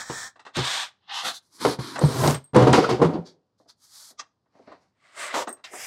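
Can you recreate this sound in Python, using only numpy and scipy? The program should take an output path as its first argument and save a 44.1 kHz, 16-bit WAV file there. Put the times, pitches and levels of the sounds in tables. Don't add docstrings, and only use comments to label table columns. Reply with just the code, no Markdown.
import sys
import numpy as np
from scipy import signal
from scipy.fft import rfft, irfft, next_fast_len
from scipy.io import wavfile
from scipy.ndimage import uniform_filter1d

SR = 44100
rng = np.random.default_rng(int(sys.argv[2]) if len(sys.argv) > 2 else 0)


def master(y):
    cut = np.clip(np.atleast_2d(y).T, -1, 1)
    pcm = np.round(cut * 32767)
    wavfile.write(sys.argv[1], SR, pcm.astype(np.int16))


N = 258426
TIME = np.arange(N) / SR


def rubbing(judder_db=0.5, judder_per_s=130, hiss_db_per_db=1.13):
    # full_pressure_s, attack_s, hold_s, release_s, rasp_db, hiss_db, contact
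    strokes = [(0.0, .05, 0.023, 0.075, -35.5, -41.5, "grip"),
               (0.142, 0.3, 0.13, 0.063, -38.5, -40.5, "grip"),
               (0.56, 0.027, 0.057, 0.3, -28.5, -44.5, "first pull"),
               (0.651, 0.075, .18, 0.095, -28.5, -38.5, "first pull"),
               (1.04, .1, .03, 0.15, -68, -96, "second pull"),
               (1.104, 0.044, 0.027, .08, -35, -69, "second pull"),
               (1.148, 0.064, 0.076, 0.072, -31.5, -40, "second pull"),
               (1.255, 0.057, 0.045, 0.075, -29.5, -31, "wall"),
               (1.346, 0.13, 0.033, 0.039, -55, -42, "wall"), (1.431, .05, 0.067, .1, -81, -73, "lift"),
               (1.541, 0.064, 0.053, .1, -62.5, -55.5, "lift"),
               (1.615, 0.041, 0.12, 0.059, -34, -39, "lift"),
               (1.794, 0.018, 0.17, 0.043, -40.5, -48.5, "lift"),
               (2.013, 0.025, 0.15, 0.33, -39, -44.5, "lift"),
               (2.23, 0.32, 0.09, 0.1, -28, -36, "box slide"),
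               (2.744, 0.032, 0.033, 0.17, -26.5, -32.5, "floor skid"),
               (2.839, 0.064, 0.011, 0.19, -27, -39.5, "floor skid"),
               (2.903, 0.028, 0.013, .16, -27.5, -38, "floor skid"),
               (3.139, 0.036, 0.017, 0.077, -42, -60, "floor skid"),
               (3.264, 0.028, 0.023, 0.091, -51, -72.5, "foam brush"),
               (3.587, .02, 0.018, .15, -73, -83, "foam brush"),
               (3.694, 0.027, 0.013, 0.052, -52, -64, "foam brush"),
               (3.838, 0.092, 0.023, .12, -60.5, -60, "foam brush"),
               (3.948, 0.15, 0.16, 0.051, -52.5, -52.5, "foam brush"),
               (4.197, 0.022, 0.0068, 0.035, -38.5, -36.5, "hand slip"),
               (4.562, 0.11, 0.22, .2, -67, -81, "regrip"), (4.676, 0.024, 0.066, .12, -57, -90, "regrip"),
               (4.818, .05, 0.029, 0.18, -69.5, -78, "regrip"),
               (5.062, 0.16, 0.16, .1, -59.5, -76.5, "push"),
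               (5.201, 0.094, 0.072, 0.099, -34.5, -42, "push"),
               (5.285, .04, 0.077, .05, -38.5, -60, "push"), (5.347, 0.033, 0.079, 0.043, -29, -39, "drag"),
               (5.473, 0.0088, 0.0067, 0.13, -49, -52, "settle"),
               (5.642, 0.0073, 0.018, 0.14, -44.5, -62, "unwrap"),
               (5.74, 0.071, 0.032, 0.082, -43, -44.5, "tilt"),
               (5.807, 0.15, 0.094, .09, -40.5, -41.5, "unwrap")]
    out = np.zeros(N)
    for at_s, attack_s, hold_s, release_s, rasp_db, hiss_db, contact in strokes:
        t = TIME[:SR] + max(at_s - .5, 0)
        friction = flap_reflection(slips(SR, per_s=7000, spread_db=3.5))
        rub = contact_filter(friction, contact)
        rasp = band(rub, (30, 5000)) / rms(band(rub, (600, 5000)))
        hiss = band(rub, (5000, 16000))
        press_db = pressure_db(t - at_s, attack_s, hold_s, release_s)
        stroke = rasp * from_db(rasp_db + press_db)
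        stroke += hiss / rms(hiss) * from_db(hiss_db + hiss_db_per_db * press_db)
        add(out, t[0], stroke * from_db(judder_db * flutter(t, judder_per_s)))
    return out


def slips(size, per_s, spread_db, catches_per_s=45, catch_db=21):
    strength = from_db(spread_db * np.minimum(rng.exponential(1, size), 4))
    clicks = (rng.random(size) < per_s / SR) * strength * rng.choice([-1, 1], size)
    catches = (rng.random(size) < catches_per_s / SR) * rng.uniform(-1, 1, size)
    return clicks / rms(clicks) + rng.standard_normal(size) + from_db(catch_db) * catches


def pressure_db(t, attack_s, hold_s, release_s, depth_db=38.5, swell_db=2.2, tire_db=2.14):
    held = np.clip(t / max(hold_s, 1e-3), 0, 1)
    before = np.maximum(-t, 0) / max(attack_s, 1e-3)
    after = np.maximum(t - hold_s, 0) / max(release_s, 1e-3)
    return swell_db * np.sin(np.pi * held) - tire_db * (held - .5) - depth_db * (before + after) ** 1.24


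def flap_reflection(x, echo=0.25, sweep=.2):
    t = TIME[:len(x)]
    lag_s = rng.uniform(0.001433, .004) * np.exp(sweep * flutter(t, 6))
    return x + echo * np.interp(t - lag_s, t, x)


def contact_filter(friction, contact):
    # freq_hz, level_db
    grip_tone = [(47, -58), (80, -13), (162, -20), (391, -26), (436, -22), (635, -16), (965, -11.5),
                 (1430, -11.5), (1710, -23.5), (2720, -14), (3780, -14.5), (6710, -22), (7660, -26),
                 (11600, -39.5), (15500, -35)]
    first_pull_tone = [(120, -84), (200, -16.5), (407, -13.5), (488, -12), (596, -6), (641, -2),
                       (1130, 6.5), (1330, -1.5), (1680, -4), (2800, -4.5), (3360, -0.5), (8500, -0.5),
                       (15500, -26)]
    second_pull_tone = [(180, -33), (300, -30), (535, -29.5), (835, 6.5), (1180, -10), (1420, -11),
                        (1560, -1), (2000, -1), (2320, 12.5), (3020, 0.5), (8420, -30), (11300, -37),
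                        (15500, -55)]
    wall_tone = [(41, -56), (70, -26), (265, -10.5), (467, -16), (511, -8.5), (572, -18), (717, -2.5),
                 (920, -5.5), (1290, -2.5), (2320, -8.5), (4000, -9), (5120, -30), (11800, -40),
                 (15500, -32)]
    lift_tone = [(59, -44), (100, -12.5), (184, -9.5), (293, 0.5), (447, -13.5), (758, -23), (898, -6),
                 (2000, -16), (2810, -18.5), (4280, -12.5), (6810, -25.5), (10400, -25), (15500, -44)]
    slide_tone = [(29, -40.5), (50, -16.5), (134, -1.5), (187, -17), (221, -5), (317, -8), (349, -7),
                  (622, -10), (735, -15), (1130, -14), (2560, -27), (8300, -19), (15500, -30.5)]
    skid_tone = [(47, -42.5), (80, -6), (246, 3), (409, -6), (456, 9.5), (1150, -2.5), (1370, -6),
                 (1570, -9.5), (3390, -12.5), (4510, -15.5), (15500, -53.5)]
    brush_tone = [(120, -66), (200, -26.5), (454, -28), (607, -17), (755, -15), (798, -11), (1110, -10),
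                  (1260, -8), (2800, -17), (3360, -7.5), (4750, -3), (6240, 1.5), (10400, -1), (14200, -10),
                  (15500, -17)]
    slip_tone = [(240, -46), (400, -12), (614, -17), (761, -26), (1190, -3), (1710, -33), (1990, -8),
                 (3010, -21), (3210, -8.5), (4420, -15), (6000, -13), (7320, -25), (15500, -72)]
    regrip_tone = [(47, -50.5), (80, -8), (270, -8), (1010, -7.5), (1220, -9.5), (1360, -17), (2020, -15),
                   (3340, -27), (4390, -18), (12000, -45), (15600, -93), (22000, -120)]
    push_tone = [(120, -43), (200, -28), (422, -16.5), (534, -13), (641, -7), (906, -13.5), (1190, -6.5),
                 (1400, -8.5), (2060, -12.5), (5910, -18), (8200, -11), (11400, -28), (15500, -35)]
    drag_tone = [(35, -63), (60, -24), (159, -24), (278, -17), (368, -6), (464, -7.5), (546, -8),
                 (585, -2.5), (756, -4.5), (1020, -6.5), (2470, -16), (3420, -15), (7540, -22),
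                 (15500, -38)]
    settle_tone = [(120, -65), (200, -32), (368, 2.5), (488, -3), (567, -3.5), (1010, -21), (2470, -32),
                   (7000, -27), (9100, -78), (15400, -120)]
    tilt_tone = [(88, -54), (150, -29), (410, 0), (577, -7), (739, 8), (1040, -23), (2020, -4), (4230, -30),
                 (4840, -24), (8230, -13), (14000, -34)]
    unwrap_tone = [(41, -48), (70, -11), (364, -16), (701, 2), (1100, -6), (1210, -1), (1480, -2.5),
                   (1980, 7.5), (3120, -4.5), (3820, -11), (4470, -13), (5010, -7), (7190, -1),
                   (13500, -12), (15500, -19)]
    # centre_hz, width_hz, gain_db
    grip_peaks = [(1775, 350, 23.5), (2800, 430, -21), (5570, 280, 6), (7900, 2500, 12), (10400, 2000, 1.5)]
    first_pull_peaks = [(1060, 98, -6), (1690, 580, 6.5), (2480, 1500, 3), (3550, 1300, 7),
                        (8500, 1000, 1.5), (10000, 1300, -8.5)]
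    second_pull_peaks = [(900, 510, -8), (1200, 170, 13.5), (1660, 200, -9), (2345, 430, -32),
                         (2820, 630, -4.5)]
    wall_peaks = [(510, 64, 1.5), (770, 34, 7), (1350, 80, 4), (2340, 210, -9), (3500, 330, 6.5),
                  (14800, 2500, -29)]
    lift_peaks = [(310, 66, -0.5), (1140, 130, 1.5), (2720, 290, -9), (4240, 900, 3)]
    slide_peaks = [(141, 57, 14), (390, 50, 3.3), (652.4, 25, 8.5), (1050, 340, 4.4), (12300, 4000, 2.4)]
    skid_peaks = [(4636, 500, 5.7)]
    brush_peaks = [(1240, 130, 1.5), (2680, 720, -5.5), (4595, 1000, 5)]
    slip_peaks = [(1192, 150, 8.2), (4850, 530, 4.7), (6140, 640, 3.5)]
    push_peaks = [(1154, 50, 5.4), (2050, 460, 8.5), (8200, 3200, 3.2)]
    drag_peaks = [(498, 62, 11.3), (955, 140, 7.1), (7600, 1400, 4.5)]
    unwrap_peaks = [(2090, 380, -2.5), (4100, 610, -4), (4900, 840, 10)]
    tone, peaks = {
        "grip": (grip_tone, grip_peaks), "first pull": (first_pull_tone, first_pull_peaks),
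        "second pull": (second_pull_tone, second_pull_peaks), "wall": (wall_tone, wall_peaks),
        "lift": (lift_tone, lift_peaks), "box slide": (slide_tone, slide_peaks),
        "floor skid": (skid_tone, skid_peaks), "foam brush": (brush_tone, brush_peaks),
        "hand slip": (slip_tone, slip_peaks), "regrip": (regrip_tone, []),
        "push": (push_tone, push_peaks), "drag": (drag_tone, drag_peaks),
        "settle": (settle_tone, []), "tilt": (tilt_tone, []), "unwrap": (unwrap_tone, unwrap_peaks),
    }[contact]
    return colour(friction, tone, peaks)


def box_blows(boom_rise_s=0.0056, crack_db_per_db=1.73):
    # start_s, level_db, boom_db, hardness_db, t60_s, wall_pitch_hz
    blows = [(0.097, -30, -35, 4.5, 0.16, 430), (0.568, -23.5, -26, -2.5, 0.19, 235.5),
             (0.588, -31, -18.5, 8.5, 0.18, 267), (1.649, -14.5, -52, 5.5, 0.062, 660),
             (1.656, -16.5, -26.5, -0.5, 0.24, 402), (1.787, -29.5, -21, 0.5, 0.12, 313),
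             (2.014, -18, -26, -2, 0.12, 452), (2.034, -19, -5, -2, 0.16, 435),
             (2.084, -26, -28.5, -5.5, 0.21, 295), (2.236, -18.5, -18, 3, 0.22, 607),
             (2.276, -15.5, -21.5, 2.5, 0.089, 638), (2.298, -28.5, -22.5, 5, 0.15, 268.6),
             (2.344, -36, -23, 12, 0.11, 443), (2.374, -48.5, -31.5, 0.5, 0.092, 229.7),
             (2.532, -32, -27, -0.5, .2, 232.4), (2.545, -20, -26, 3.5, 0.27, 274),
             (2.556, -8, -18, -2.5, 0.37, 496.6), (2.564, -18.5, -19.5, -2.5, 0.33, 368),
             (2.588, -18, -30, 1, 0.91, 342.3), (2.621, -18, -9.5, 3, 0.15, 471),
             (2.668, -10, -30, -0.5, 0.21, 378), (2.69, -20, -15, -0.5, 0.39, 419),
             (2.731, -13.5, -26.5, 7, 0.25, 294), (2.778, -7, -36, -2.5, 0.14, 345.5),
             (2.89, -17.5, -38, 2.5, 0.23, 419), (2.913, -11, -21.5, -19, .19, 348.5),
             (2.993, -20, -23, -5, 0.27, 387.4), (3.015, -7.5, -23, -2.5, 0.17, 471.7),
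             (3.043, -15, -10.5, -1, 0.15, 320), (3.085, -25, -37.5, -4, 0.42, 231),
             (3.144, -16.5, -39, -11, 0.16, 303), (3.183, -28, -22, -26.5, 0.11, 333)]
    # time_s, pitch_hz
    boom_pitch = [(1.79, 130), (2.03, 148), (2.3, 142), (2.55, 126), (2.69, 133), (2.92, 126), (3.02, 160),
                  (3.18, 172)]
    # pitch_ratio, level_db, t60_ratio
    air_modes = [(0.601, -13, 1), (0.998, 0, 1), (1.219, -11.5, 0.51)]
    # freq_hz, level_db
    cardboard_tone = [(59, -32), (100, -1), (132, -8.5), (209, -3), (355, 2), (477, -4), (712, -10),
                      (977, -5), (2420, -27), (4660, -32.5), (9740, -47), (15500, -68.5)]
    # centre_hz, width_hz, gain_db
    cardboard_peaks = [(754, 19, 9.5), (925, 230, 4.5), (1370, 46, 7), (1591, 35, 1.5), (2160, 30, 5),
                       (2600, 80, -2.5), (2880, 24, 1), (3620, 18, -4.5)]
    out, t = np.zeros(N), TIME[:SR // 3]
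    cardboard = crowded_modes(cardboard_tone, cardboard_peaks, lowest_hz=143)
    for start_s, level_db, boom_db, hardness_db, t60_s, wall_pitch_hz in blows:
        boom_hz = np.interp(start_s, *np.transpose(boom_pitch))
        boom = sum(from_db(db) * mode(t, boom_hz * pitch_ratio, boom_rise_s, t60_s * t60_ratio)
                   for pitch_ratio, db, t60_ratio in air_modes)
        add(out, start_s, from_db(boom_db + 3) * boom)
        add(out, start_s, from_db(level_db - 2) * wall_ring(wall_pitch_hz, t60_s))
        contact_s = 0.0021 * 2 ** (-hardness_db / 4)
        clap = knock(cardboard, t60_s, contact_s, thud_db=-1, slap_db=hardness_db - 7,
                     crack_db=crack_db_per_db * hardness_db - 18.5, crack_t60_ratio=1.0)
        add(out, start_s, from_db(level_db) * clap)
    return out


def wall_ring(pitch_hz, t60_s, reach_octaves=0.15, chance_db=2, flex=0.06):
    # freq_hz, level_db, t60_ratio
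    wall_modes = [(236, -8, 1), (295.3, -2.5, 0.52), (364, -1, .9), (442, -5.5, 0.93), (474.4, 9.5, 0.68),
                  (545, -11.5, 1), (641, -4, 1), (790, -7.5, 0.68), (1020, -5, 0.58)]
    t = TIME[:SR // 3]
    hz, db, t60_ratio = np.transpose(wall_modes)
    hz = hz * np.exp(flex * rng.standard_normal(len(hz)))
    weight = from_db(db + chance_db * rng.standard_normal(len(hz)))
    weight /= 1 + (np.log2(hz / pitch_hz) / reach_octaves) ** 2
    weight = weight / np.linalg.norm(weight) * rng.choice([-1, 1], len(hz))
    return sum(gain * mode(t, freq_hz, 0.0005, t60_s * ratio)
               for gain, freq_hz, ratio in zip(weight, hz, t60_ratio))


def frame_taps():
    # start_s, level_db, hardness_db
    taps = [(0.357, -50, 3), (0.393, -45.5, 9.5), (0.45, -44.5, 9.5), (0.464, -37.5, 6), (1.957, -26, 4.5),
            (1.984, -26.5, -3), (3.599, -66.5, -16), (3.657, -72.5, -19), (4.105, -60, -8.5),
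            (4.194, -38.5, 9.5), (4.458, -70.5, -2.5), (4.551, -63, -13), (4.593, -63, -19.5),
            (4.674, -50.5, -13), (4.717, -42.5, -3.5), (5.34, -23, 6.5), (5.358, -25, -1),
            (5.473, -28, -0.5), (5.569, -55.5, 4), (5.592, -57, 0), (5.64, -45, 23.5), (5.733, -37.5, -2)]
    # freq_hz, level_db
    tap_tone = [(71, -42), (120, 0), (245, 7.5), (332, -2.5), (1170, 7.5), (2200, -8.5), (2700, -11.5),
                (3110, -7), (4570, -10), (8420, -18), (15500, -79)]
    # centre_hz, width_hz, gain_db
    frame_peaks = [(540, 110, -2.5), (864, 24, 4), (1210, 110, 0.5), (1900, 140, 7.5), (2670, 230, 15),
                   (3650, 200, 6.5), (4000, 85, 12.5), (4800, 140, 1)]
    out, frame = np.zeros(N), crowded_modes(tap_tone, frame_peaks, lowest_hz=252.4)
    for start_s, level_db, hardness_db in taps:
        tap = knock(frame, t60_s=0.16, contact_s=.0014, thud_db=-5 - hardness_db, slap_db=-2,
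                    crack_db=hardness_db - 15, crack_t60_ratio=0.74)
        add(out, start_s, from_db(level_db) * tap)
    return out


def crowded_modes(tone, peaks, lowest_hz):
    ringing = colour(rng.standard_normal(2 * SR), tone, peaks)
    registers_hz = ((lowest_hz, 700), (700, 2200), (2200, 16000))
    return np.array([even(band(ringing, edges_hz), 0.01) for edges_hz in registers_hz])


def knock(ringing, t60_s, contact_s, thud_db, slap_db, crack_db, crack_t60_ratio):
    t = TIME[:SR // 2]
    start = int(rng.random() * SR)
    thud, slap, crack = ringing[:, start:start + len(t)]
    return (from_db(thud_db) * thud * strike(t, contact_s * 1.4, t60_s)
            + from_db(slap_db) * slap * strike(t, contact_s, t60_s * .8)
            + from_db(crack_db) * crack * strike(t, contact_s * 1.8, t60_s * crack_t60_ratio))


def steel_clinks(ring_db=-5, tick_db=-15, sparkle_db=-21, waver=.4):
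    # start_s, level_db, t60_s
    jolts = [(1.9914, -33, 0.05), (2.048, -34, 0.3), (2.277, -29, 0.074), (2.3464, -27, 0.098),
             (2.4412, -42.5, 0.13), (5.4812, -39, 0.085), (5.4911, -30, 0.13), (5.527, -28.5, 0.05)]
    # freq_hz, level_db, t60_ratio
    steel_modes = [(8360, -6, 0.65), (8408, 2, 1.1), (8500, -9, .6), (14400, -25, 1)]
    out, t = np.zeros(N), TIME[:SR // 3]
    for start_s, level_db, t60_s in jolts:
        noise = rng.standard_normal(len(t))
        tick, sparkle = band(noise, (7400, 9800)), band(noise, (9800, 15500))
        onset = from_db(tick_db) * tick / rms(tick) + from_db(sparkle_db) * sparkle / rms(sparkle)
        onset *= strike(t, rise_s=.001, t60_s=.06)
        ring = sum(from_db(db) * mode(t, hz, 0.0011, t60_s * ratio) for hz, db, ratio in steel_modes)
        ring *= 1 + waver * flutter(t, per_s=220)
        add(out, start_s, from_db(level_db) * (onset + from_db(ring_db) * ring))
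    return out


def crease_snaps(edges_hz=(2200, 9000)):
    # start_s, level_db
    snaps = [(0.5678, -24), (0.652, -24), (1.9585, -41), (1.981, -35), (1.9915, -26), (2.2755, -19),
             (2.2975, -26), (2.308, -21), (2.5637, -21), (2.7296, -18)]
    out, t = np.zeros(N), TIME[:SR // 10]
    envelope = strike(t, rise_s=0.00017, t60_s=0.015)
    for start_s, level_db in snaps:
        crack = band(rng.standard_normal(len(t)), edges_hz)
        add(out, start_s, from_db(level_db - 1) * crack / rms(crack) * envelope)
    return out


def corner_squeak(edges_hz=(1190, 1470)):
    # start_s, level_db
    squeaks = [(2.8398, -13.5)]
    out, t = np.zeros(N), TIME[:SR // 4]
    for start_s, level_db in squeaks:
        chirr = even(band(rng.standard_normal(SR), edges_hz), 0.0089)[-len(t):]
        add(out, start_s, from_db(level_db - 3) * chirr * strike(t, rise_s=0.0027, t60_s=0.087))
    return out


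def workshop(x, t60_s=0.23, dull_hz=2500, wet_db=-15):
    t = TIME[:SR // 2]
    tail = rng.standard_normal(len(t)) * strike(t, 0.008, t60_s)
    tail /= np.linalg.norm(tail)
    tail = signal.sosfilt(signal.butter(1, dull_hz, fs=SR, output="sos"), tail)
    return x + from_db(wet_db) * signal.fftconvolve(x, tail)[:N]


def room_air(level_db=-76.5):
    # freq_hz, level_db
    air_tone = [(24, -36.5), (40, -7.5), (103, 11), (502, -2), (1170, -7), (2340, -22.5), (5040, -16),
                (5990, -22), (15000, -43)]
    air = colour(rng.standard_normal(N), air_tone, [])
    return from_db(level_db) * air / rms(air)


def mode(t, hz, rise_s, t60_s):
    return np.sin(2 * np.pi * hz * t) * strike(t, rise_s, t60_s)


def strike(t, rise_s, t60_s):
    rise = (1 - np.exp(-2 * t / max(rise_s, 1e-4))) ** 2
    return rise * np.exp(-np.log(1000) * t / max(t60_s, 1e-2))


def colour(x, tone, peaks):
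    size = next_fast_len(len(x))
    hz = np.maximum(np.arange(size // 2 + 1) * SR / size, 1)
    tone_hz, tone_db = np.transpose(tone)
    db = np.interp(np.log(hz), np.log(tone_hz), tone_db)
    for centre_hz, width_hz, gain_db in peaks:
        db += gain_db / (1 + (2 * (hz - centre_hz) / width_hz) ** 2)
    return irfft(rfft(x, size) * from_db(db), size)[:len(x)]


def band(x, edges_hz):
    return signal.sosfilt(signal.butter(5, edges_hz, "band", fs=SR, output="sos"), x)


def flutter(t, per_s):
    return np.interp(t * per_s, np.arange(2000), rng.standard_normal(2000))


def even(x, span_s):
    power = uniform_filter1d(x ** 2, max(int(span_s * SR), 2))
    return x / np.sqrt(np.abs(power) + 1e-20)


def from_db(db):
    return 10 ** (np.asarray(db) / 20)


def rms(x):
    return np.sqrt(np.mean(x ** 2) + 1e-20)


def add(out, start_s, sound):
    at = int(np.clip(round(start_s * SR), 0, N - 1))
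    out[at:at + len(sound)] += sound[:N - at]


def scene():
    air = room_air()
    handling = (from_db(-1.5) * rubbing() + box_blows() + frame_taps()
                + steel_clinks() + crease_snaps() + corner_squeak())
    return (workshop(handling) + air)[None]


def record(dry, low_cut_hz=58, high_cut_hz=15750, ceiling=.76):
    lean = signal.sosfilt(signal.butter(3, low_cut_hz, "high", fs=SR, output="sos"), dry)
    rounded = lean / (1 + (lean / ceiling) ** 8) ** (1 / 8)
    return signal.sosfilt(signal.ellip(12, .1, 90, high_cut_hz, fs=SR, output="sos"), rounded)


dry = scene()
out = record(dry)
master(out)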